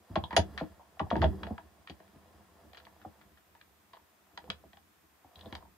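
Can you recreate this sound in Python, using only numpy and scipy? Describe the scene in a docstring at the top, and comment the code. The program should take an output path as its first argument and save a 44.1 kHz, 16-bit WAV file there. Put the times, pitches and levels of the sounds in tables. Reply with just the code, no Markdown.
"""A steel bench vise is wound by hand in a small basement workshop, heard by a spaced pair of microphones
over room rumble and hiss. It opens with a clatter: the loose handle clinks in its eye, the cast body
knocks as play is taken up, and the wooden bench thuds under it. From about 1.6 s it settles into the
soft rub of the turning screw and a few light ticks, and at 2.66 s a thin electronic whine comes in.
Two smaller flurries of clinks and knocks, near 4.4 s and 5.5 s, finish the move."""
import sys
import numpy as np
from scipy import signal
from scipy.fft import rfft, irfft, next_fast_len
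from scipy.io import wavfile

SR = 44100
rng = np.random.default_rng(int(sys.argv[2]) if len(sys.argv) > 2 else 0)


def bounce(signal):
    """Save signal as a 16-bit WAV file at the path given by the first command-line argument."""
    frames = np.transpose(np.atleast_2d(signal))
    limited = np.clip(frames, -1, 1)
    pcm = np.round(limited * 32767).astype(np.int16)
    wavfile.write(sys.argv[1], SR, pcm)


N = 254456

# The loose handle slapping in its eye.
# Each row: start in seconds, strength in dB, centre pitch in Hz, chatter length in seconds.
HANDLE_CLINKS = [(0.156, -20, 1740, 0.071), (0.3073, -31, 1740, 0.084), (0.328, -26, 1580, 0.094),
                 (0.3647, -9.5, 3350, 0.091), (0.5765, -21.5, 2070, 0.13), (0.9946, -24.5, 1700, 0.043),
                 (1.1032, -25.5, 2080, 0.13), (1.154, -33, 1690, 0.24), (1.165, -37, 3600, 0.0081),
                 (1.217, -18, 1600, 0.12), (1.2413, -23, 1850, 0.033), (1.432, -25, 1520, 0.069),
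                 (1.4673, -35, 1640, 0.052), (1.5794, -34, 1500, 0.023), (1.873, -33, 1900, 0.12),
                 (1.897, -35, 4000, 0.048), (2.001, -48, 1810, 0.043), (2.078, -51.5, 2000, 0.04),
                 (2.7322, -43.5, 3050, 0.016), (2.746, -41.5, 2620, 0.07), (2.7715, -40.5, 3000, 0.012),
                 (2.7765, -39.5, 3320, 0.069), (2.8003, -46, 2500, 0.04), (2.851, -45, 4300, 0.025),
                 (3.0153, -46, 1840, 0.095), (3.2128, -45.5, 1830, 0.051), (3.3726, -47.5, 1746, 0.084),
                 (3.5503, -46.5, 1990, 0.037), (3.6121, -41.5, 2370, 0.027), (3.933, -42, 3270, 0.1),
                 (3.9676, -51, 2510, 0.045), (4.3748, -29.5, 3036, 0.03), (4.441, -53, 2600, 0.0089),
                 (4.5012, -26, 2880, 0.0042), (4.5035, -27, 2910, 0.038), (4.7313, -44.5, 2410, 0.033),
                 (4.7701, -48, 3010, 0.031), (5.391, -45, 3570, 0.086), (5.5253, -31.5, 2170, 0.045),
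                 (5.551, -31, 3180, 0.028)]
# Touches that ring a narrow band of the handle.
# Each row: start in seconds, strength in dB, centre pitch in Hz, chatter length in seconds.
HANDLE_PINGS = [(0.157, -35, 3370, 0.021), (0.2386, -33.5, 3440, 0.065), (0.3655, -17, 2860, 0.029),
                (1.105, -43, 3370, 0.03), (1.1555, -29.5, 1650, 0.024), (1.218, -38, 3300, 0.06),
                (1.241, -35, 3300, 0.025), (1.433, -41, 3100, 0.023), (2.8675, -46, 1740, .012),
                (4.5012, -28, 3710, 0.013), (5.3564, -46.5, 3680, 0.044), (5.4101, -46.5, 3680, 0.025),
                (5.4573, -49, 3670, 0.061)]
# Play being taken up in the cast body.
# Each row: start in seconds, strength in dB, centre pitch in Hz, chatter length in seconds.
BODY_KNOCKS = [(0.119, -51, 880, 0.039), (0.157, -20, 870, 0.065), (0.238, -33, 1160, 0.019),
               (0.308, -31, 1230, 0.13), (0.329, -31, 840, 0.25), (0.366, -13, 834, 0.039),
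               (0.379, -26, 655, 0.014), (0.576, -42.5, 920, 0.18), (0.61, -31.5, 664, 0.022),
               (0.794, -46, 870, 0.12), (0.969, -52, 675, 0.027), (0.998, -22, 1060, 0.031),
               (1.064, -45, 700, 0.027), (1.113, -21, 790, 0.0093), (1.126, -26.5, 503, 0.0096),
               (1.154, -24, 900, 0.085), (1.223, -18.5, 770, 0.044), (1.239, -19.5, 770, 0.024),
               (1.432, -37, 780, 0.13), (1.468, -35.5, 710, 0.084), (1.505, -36.5, 595, 0.1),
               (1.58, -39, 1030, 0.038), (1.897, -44, 740, 0.021), (2.002, -50, 613, 0.035),
               (2.733, -54, 600, 0.01), (2.772, -53.5, 514, 0.043), (2.868, -48.5, 890, 0.01),
               (3.048, -38, 721, 0.029), (3.549, -52.5, 1010, 0.038), (3.934, -45, 1037, 0.09),
               (3.968, -48.5, 1064, 0.014), (4.376, -36, 990, 0.038), (4.44, -51.5, 506, 0.026),
               (4.475, -51.5, 896, 0.033), (4.503, -43.5, 536, 0.017), (4.638, -50, 686, 0.015),
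               (4.732, -55.5, 694, 0.041), (4.772, -51.5, 1040, 0.018), (5.245, -51, 613, 0.043),
               (5.458, -42.5, 495, 0.031), (5.525, -39, 1100, 0.048), (5.552, -41.5, 1060, 0.05),
               (5.605, -54, 950, 0.022), (5.624, -45.5, 1050, 0.016), (5.651, -51, 1023, 0.028)]
# The bench top taking the load.
# Each row: start in seconds, strength in dB, centre pitch in Hz, chatter length in seconds.
BENCH_THUDS = [(0.098, -32, 71, 0.2), (0.165, -23, 144, 0.083), (0.22, -31.5, 71.6, 0.076),
               (0.327, -32.5, 178, 0.12), (0.377, -18, 126, 0.061), (0.612, -24.5, 302, 0.057),
               (1.005, -25.5, 298, 0.079), (1.03, -31, 61.7, 0.078), (1.123, -21.5, 200, 0.018),
               (1.162, -22, 380, 0.008), (1.18, -17, 69.6, 0.34), (1.229, -23, 165, 0.23),
               (1.255, -21.5, 80, 0.091), (1.448, -33.5, 119, 0.083), (1.506, -26.5, 136, 0.03),
               (1.893, -38, 216, 0.067), (2.157, -44.5, 193, 0.029), (3.058, -40, 222, 0.031),
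               (4.485, -36.5, 150, 0.086), (4.641, -49.5, 194, 0.092), (5.246, -50.5, 188, 0.029),
               (5.464, -38, 180, 0.062), (5.524, -38, 139, 0.012)]
# How each part rings. Each row: pitch in Hz, relative level in dB, time to fade 60 dB in seconds.
HANDLE_MODES = [(1380, 11, 0.007), (1660, -1.5, 0.015), (1770, 12, 0.0084), (1916, -14.5, 0.025),
                (2330, -3, 0.02), (2490, -6, 0.025), (2734, -6.5, 0.01), (2880, -1, 0.016),
                (3154, 2.5, 0.0097), (3329, 0, 0.026), (3690, -0.5, 0.014), (4037, -0.5, 0.017),
                (4450, 2.5, 0.0093), (4800, -2, 0.02), (5466, 5, 0.0036), (6090, -4, 0.016),
                (6630, -1.5, 0.018), (8000, -21, 0.014), (11220, -11, 0.0087), (10140, -4, 0.0226),
                (14320, -13.5, 0.0393)]
BODY_MODES = [(420.6, -6, 0.039), (515, -6, 0.11), (612.5, -5.5, 0.07), (700.4, 5.5, 0.048),
              (770.5, 3.5, 0.026), (867.4, -0.5, 0.05), (987.5, 5.5, 0.025), (1270, -12.5, 0.021)]
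BENCH_MODES = [(81.7, 5, 0.067), (104, 0, 0.063), (157, -4, 0.05), (199.2, 3.5, 0.055), (235, -1.5, 0.044),
               (302, 2, 0.045), (363.5, -5, 0.055)]
# The screw turning in its nut. Each row: time in seconds, body rub in dB, bench rumble in dB.
SCREW_RUB = [(0, -76.5, -60), (.1, -61, -91), (0.4, -63, -42), (0.561, -57.5, -51.5), (0.851, -70.5, -68.5),
             (.98, -68, -64), (1.219, -56, -31.5), (1.498, -61.5, -54.5), (1.7, -70.5, -67),
             (2.25, -67.5, -66.5), (2.361, -65, -63), (2.5, -70, -65), (2.62, -64, -65), (2.7, -68.5, -62),
             (2.78, -66, -68), (2.9, -67, -67.5), (3.2, -68, -64), (3.402, -80.5, -72), (4.198, -77, -74),
             (4.499, -64.5, -63), (4.849, -89.5, -72), (5.279, -73.5, -76), (5.402, -60, -59),
             (5.578, -60, -58.5), (5.719, -84.5, -71)]
# The colour of the room tone. Each row: frequency in Hz, relative level in dB.
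ROOM_SPECTRUM = [(29, -46), (55, -17.5), (245, -4.5), (688, -11), (795, -6.5), (1260, -6), (4390, -17),
                 (14300, -19.5), (15700, -20)]
# How centred the room tone sits. Each row: frequency in Hz, left-right correlation (1 is mono).
ROOM_CORRELATION = [(60, 0.41), (500, 0.2794), (1500, 0.1255), (5000, 0.042), (14000, 0.081)]
# The tones of the electronic whine. Each row: pitch in Hz, rms level in dB.
WHINE_TONES = [(13001, -95), (14002, -83), (14998, -96)]

STIFF_HZ = 4364   # above this pitch, harder blows sound brighter
LOBE_HZ, LOBE_TURNS, LEFT_DB_PER_OCTAVE = 850, 0.22, 1.33   # higher modes spread in phase and lean left


def steel_handle(rub_db):
    """The handle slaps and pings in its eye, and slides through it as the screw turns."""
    clinks = struck(HANDLE_CLINKS, HANDLE_MODES, rise_s=0.00022, snap_db=-6.5, gain_db=1.5,
                    scatter_db=1.5, spread_octaves=1.08, bright_db=15)
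    pings = struck(HANDLE_PINGS, HANDLE_MODES, rise_s=0.00023, snap_db=-11, gain_db=4,
                   scatter_db=1, spread_octaves=0.17, bright_db=9)
    slide = rubbed(HANDLE_MODES[:14], rub_db - 9, grains_per_s=2975, ring_scale=0.94, uneven_db=3.5)
    return (clinks + pings + slide) * pan(left_db=-0.5)


def cast_body(rub_db):
    """The casting knocks as play is taken up and carries the rub of the thread."""
    knocks = struck(BODY_KNOCKS, BODY_MODES, rise_s=0.0015, snap_db=-6, gain_db=4,
                    scatter_db=2.5, spread_octaves=0.43, detune=0.034)
    return knocks + rubbed(BODY_MODES, rub_db, grains_per_s=1200, ring_scale=0.77, uneven_db=4)


def wooden_bench(rumble_db):
    """The bench gives the low end: it thuds under the load and rumbles with the screw."""
    thuds = struck(BENCH_THUDS, BENCH_MODES, rise_s=0.00413, snap_db=-5.5, gain_db=2.5,
                   scatter_db=2.36, spread_octaves=1.7, detune=0.052)
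    return thuds + rubbed(BENCH_MODES, rumble_db, grains_per_s=300, ring_scale=1, uneven_db=4)


def struck(blows, modes, rise_s, snap_db, gain_db, scatter_db, spread_octaves, bright_db=0, detune=0.012):
    """Each blow is a snap and a dying chatter of contacts, favouring the modes near its own pitch."""
    hz, mode_db, t60 = np.transpose(modes)
    size = 8192
    out = np.zeros((2, N + size))
    top_octaves = np.maximum(np.log2(hz / STIFF_HZ), 0)
    mic_gains = lobes(hz)
    for start_s, strength_db, centre_hz, chatter_s in blows:
        contacts = chatter(len(hz), rise_s, chatter_s)
        contacts[:, round(rise_s * SR)] += from_db(snap_db)   # the snap hits all modes together
        tuned_hz = hz * (1 + detune * rng.standard_normal(len(hz)))   # parts sit differently each blow
        rings = resonate(rfft(contacts, size), tuned_hz[:, None], t60[:, None])
        balance = from_db(mode_db - 6 * (np.log2(hz / centre_hz) / spread_octaves) ** 2)
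        balance *= from_db(scatter_db * rng.standard_normal(len(hz)))
        balance *= from_db(strength_db + gain_db) / np.linalg.norm(balance)
        balance *= from_db((bright_db + strength_db) * top_octaves)   # only hard blows wake the top
        start = round(start_s * SR)
        out[:, start:start + size] += irfft((balance * mic_gains) @ rings, size)
    return out[:, :N]


def chatter(mode_count, rise_s, chatter_s):
    """Rattling contacts: a noise burst for each mode, all under one lumpy, dying envelope."""
    t = np.arange(4096) / SR
    lump_db = 4 * np.minimum(rng.exponential(1, len(t) // 32), 3)
    lumps = from_db(np.repeat(lump_db, 32))
    lumps[:64] = lumps.max()   # the first contacts are the firmest
    envelope = lumps * (1 - np.exp(-t / rise_s)) * from_db(-60 * t / chatter_s)
    return rng.standard_normal((mode_count, len(t))) * envelope / np.linalg.norm(envelope)


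def resonate(force_spectra, hz, t60):
    """Spectra of damped modes rung through springy contacts, each with the energy of a unit click."""
    f = np.linspace(0, SR / 2, force_spectra.shape[1])
    loss = np.log(1000) / (2 * np.pi * t60)
    response = SR / (2 * np.pi) * hz / (hz ** 2 + (loss + 1j * f) ** 2)
    response /= (1 + 0.7j * (f / hz - hz / (f + 1))) ** 2   # little force far from the mode
    rings = response * force_spectra
    click_size = np.linalg.norm(response, axis=1, keepdims=True)
    return rings * click_size / np.linalg.norm(rings, axis=1, keepdims=True)


def lobes(hz):
    """Short waves radiate in lobes, so high modes reach the two microphones out of step."""
    turns = LOBE_TURNS / (1 + (LOBE_HZ / hz) ** 4) * (-1) ** np.arange(len(hz))
    left_db = LEFT_DB_PER_OCTAVE * np.maximum(np.log2(hz / LOBE_HZ), 0)
    return pan(left_db) * np.exp(1j * np.pi * turns * [[1], [-1]])


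def rubbed(modes, level_db, grains_per_s, ring_scale, uneven_db):
    """Rough spots on the steel catch at random; the grip cuts each ring time to ring_scale of itself."""
    sizes = from_db(uneven_db * np.minimum(rng.exponential(1, N), 4)) * rng.choice([-1, 1], N)
    grains = sizes * (rng.random(N) < grains_per_s / SR)
    rings = sum(from_db(db) * ring(grains, hz, t60 * ring_scale) for hz, db, t60 in modes)
    return from_db(level_db) * unit_rms(rings)


def ring(force, hz, t60):
    """One mode rings as a dying sine; contacts are springy, so little force lies far from its pitch."""
    decay, step = from_db(-60 / (t60 * SR)), 2 * np.pi * hz / SR
    near = filtered(force + 1e-18, 1, [hz / 1.5, min(hz * 1.5, 20000)], "band")
    return signal.lfilter([0, np.sin(step)], [1, -2 * decay * np.cos(step), decay ** 2], near)


def steel_rasp(rub_db):
    """Fine grit under the sliding handle: wide, bright noise tucked beneath the rub."""
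    grit = filtered(rng.standard_normal((2, N)), 2, 6160, "high")
    return from_db(rub_db - 12) * pan(left_db=3) * unit_rms(grit)


def workshop_reverb(x, t60_s=0.13, wall_cut_hz=10000):
    """Close walls throw the sound back: eight feedback delays a side, duller on every round."""
    size = next_fast_len(N + SR)
    hz = np.linspace(0, SR / 2, size // 2 + 1)
    dulling = 1 / np.sqrt(1 + (hz / wall_cut_hz) ** 2)
    sides = np.zeros((2, len(hz)), complex)
    for k, delay_s in enumerate(rng.uniform(0.006, 0.03, 16)):
        loop = from_db(-60 * delay_s / t60_s) * dulling * np.exp(-2j * np.pi * hz * delay_s)
        sides[k % 2] += loop / (1 - loop) * (-1) ** (k // 2)
    return irfft(rfft(x, size) * sides, size)[:, :N]


def room_tone(level_db=-67.5):
    """A bed of rumble and hiss: half-octave bands of stereo noise, most centred in the bass."""
    bed, edges = 0, 30 * 2 ** np.arange(0, 9.6, 0.5)
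    white = rng.standard_normal((2, 2, N))
    for k, (low, high) in enumerate(zip(edges, edges[1:])):
        centre_hz = np.sqrt(low * high)
        mid, side = filtered(white[k % 2], 2, [low, high], "band")
        alike = at_hz(ROOM_CORRELATION, centre_hz)
        band = np.sqrt(1 + alike) * mid + np.sqrt(1 - alike) * side * [[1], [-1]]
        bed += from_db(at_hz(ROOM_SPECTRUM, centre_hz)) * band
    return from_db(level_db) * unit_rms(bed)


def electronic_whine(start_s=2.66):
    """Thin, steady tones a kilohertz apart switch on part way through."""
    t = np.arange(N) / SR
    tones = sum(np.sqrt(2) * from_db(db) * np.sin(2 * np.pi * hz * t) for hz, db in WHINE_TONES)
    return tones * (t > start_s)


def from_db(db):
    return 10 ** (np.asarray(db) / 20)


def unit_rms(x):
    return x / np.sqrt(np.mean(x ** 2) + 1e-20)


def pan(left_db):
    return from_db(left_db / 2 * np.array([[1], [-1]]))


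def at_hz(points, hz):
    point_hz, values = np.transpose(points)
    return np.interp(np.log(hz), np.log(point_hz), values)


def filtered(x, order, edges_hz, kind):
    return signal.sosfilt(signal.butter(order, edges_hz, kind, fs=SR, output="sos"), x)


def scene():
    """The vise up front, a short reverb behind it, room tone and whine underneath."""
    t = np.arange(N) / SR
    times_s, *levels_db = np.transpose(SCREW_RUB)
    rub_db, rumble_db = [np.interp(t, times_s, db) for db in levels_db]
    vise = steel_handle(rub_db) + cast_body(rub_db) + wooden_bench(rumble_db) + steel_rasp(rub_db)
    reverb = from_db(-11) * workshop_reverb(vise.mean(axis=0))
    return vise + reverb + room_tone() + electronic_whine()


def record(dry):
    """The small microphones lose the deep bass; the top is cut steeply, gone by 16 kHz."""
    thin = filtered(dry, 4, 58, "high")
    return signal.sosfilt(signal.cheby2(20, 60, 16000, fs=SR, output="sos"), thin)


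dry = scene()
out = record(dry)
bounce(out)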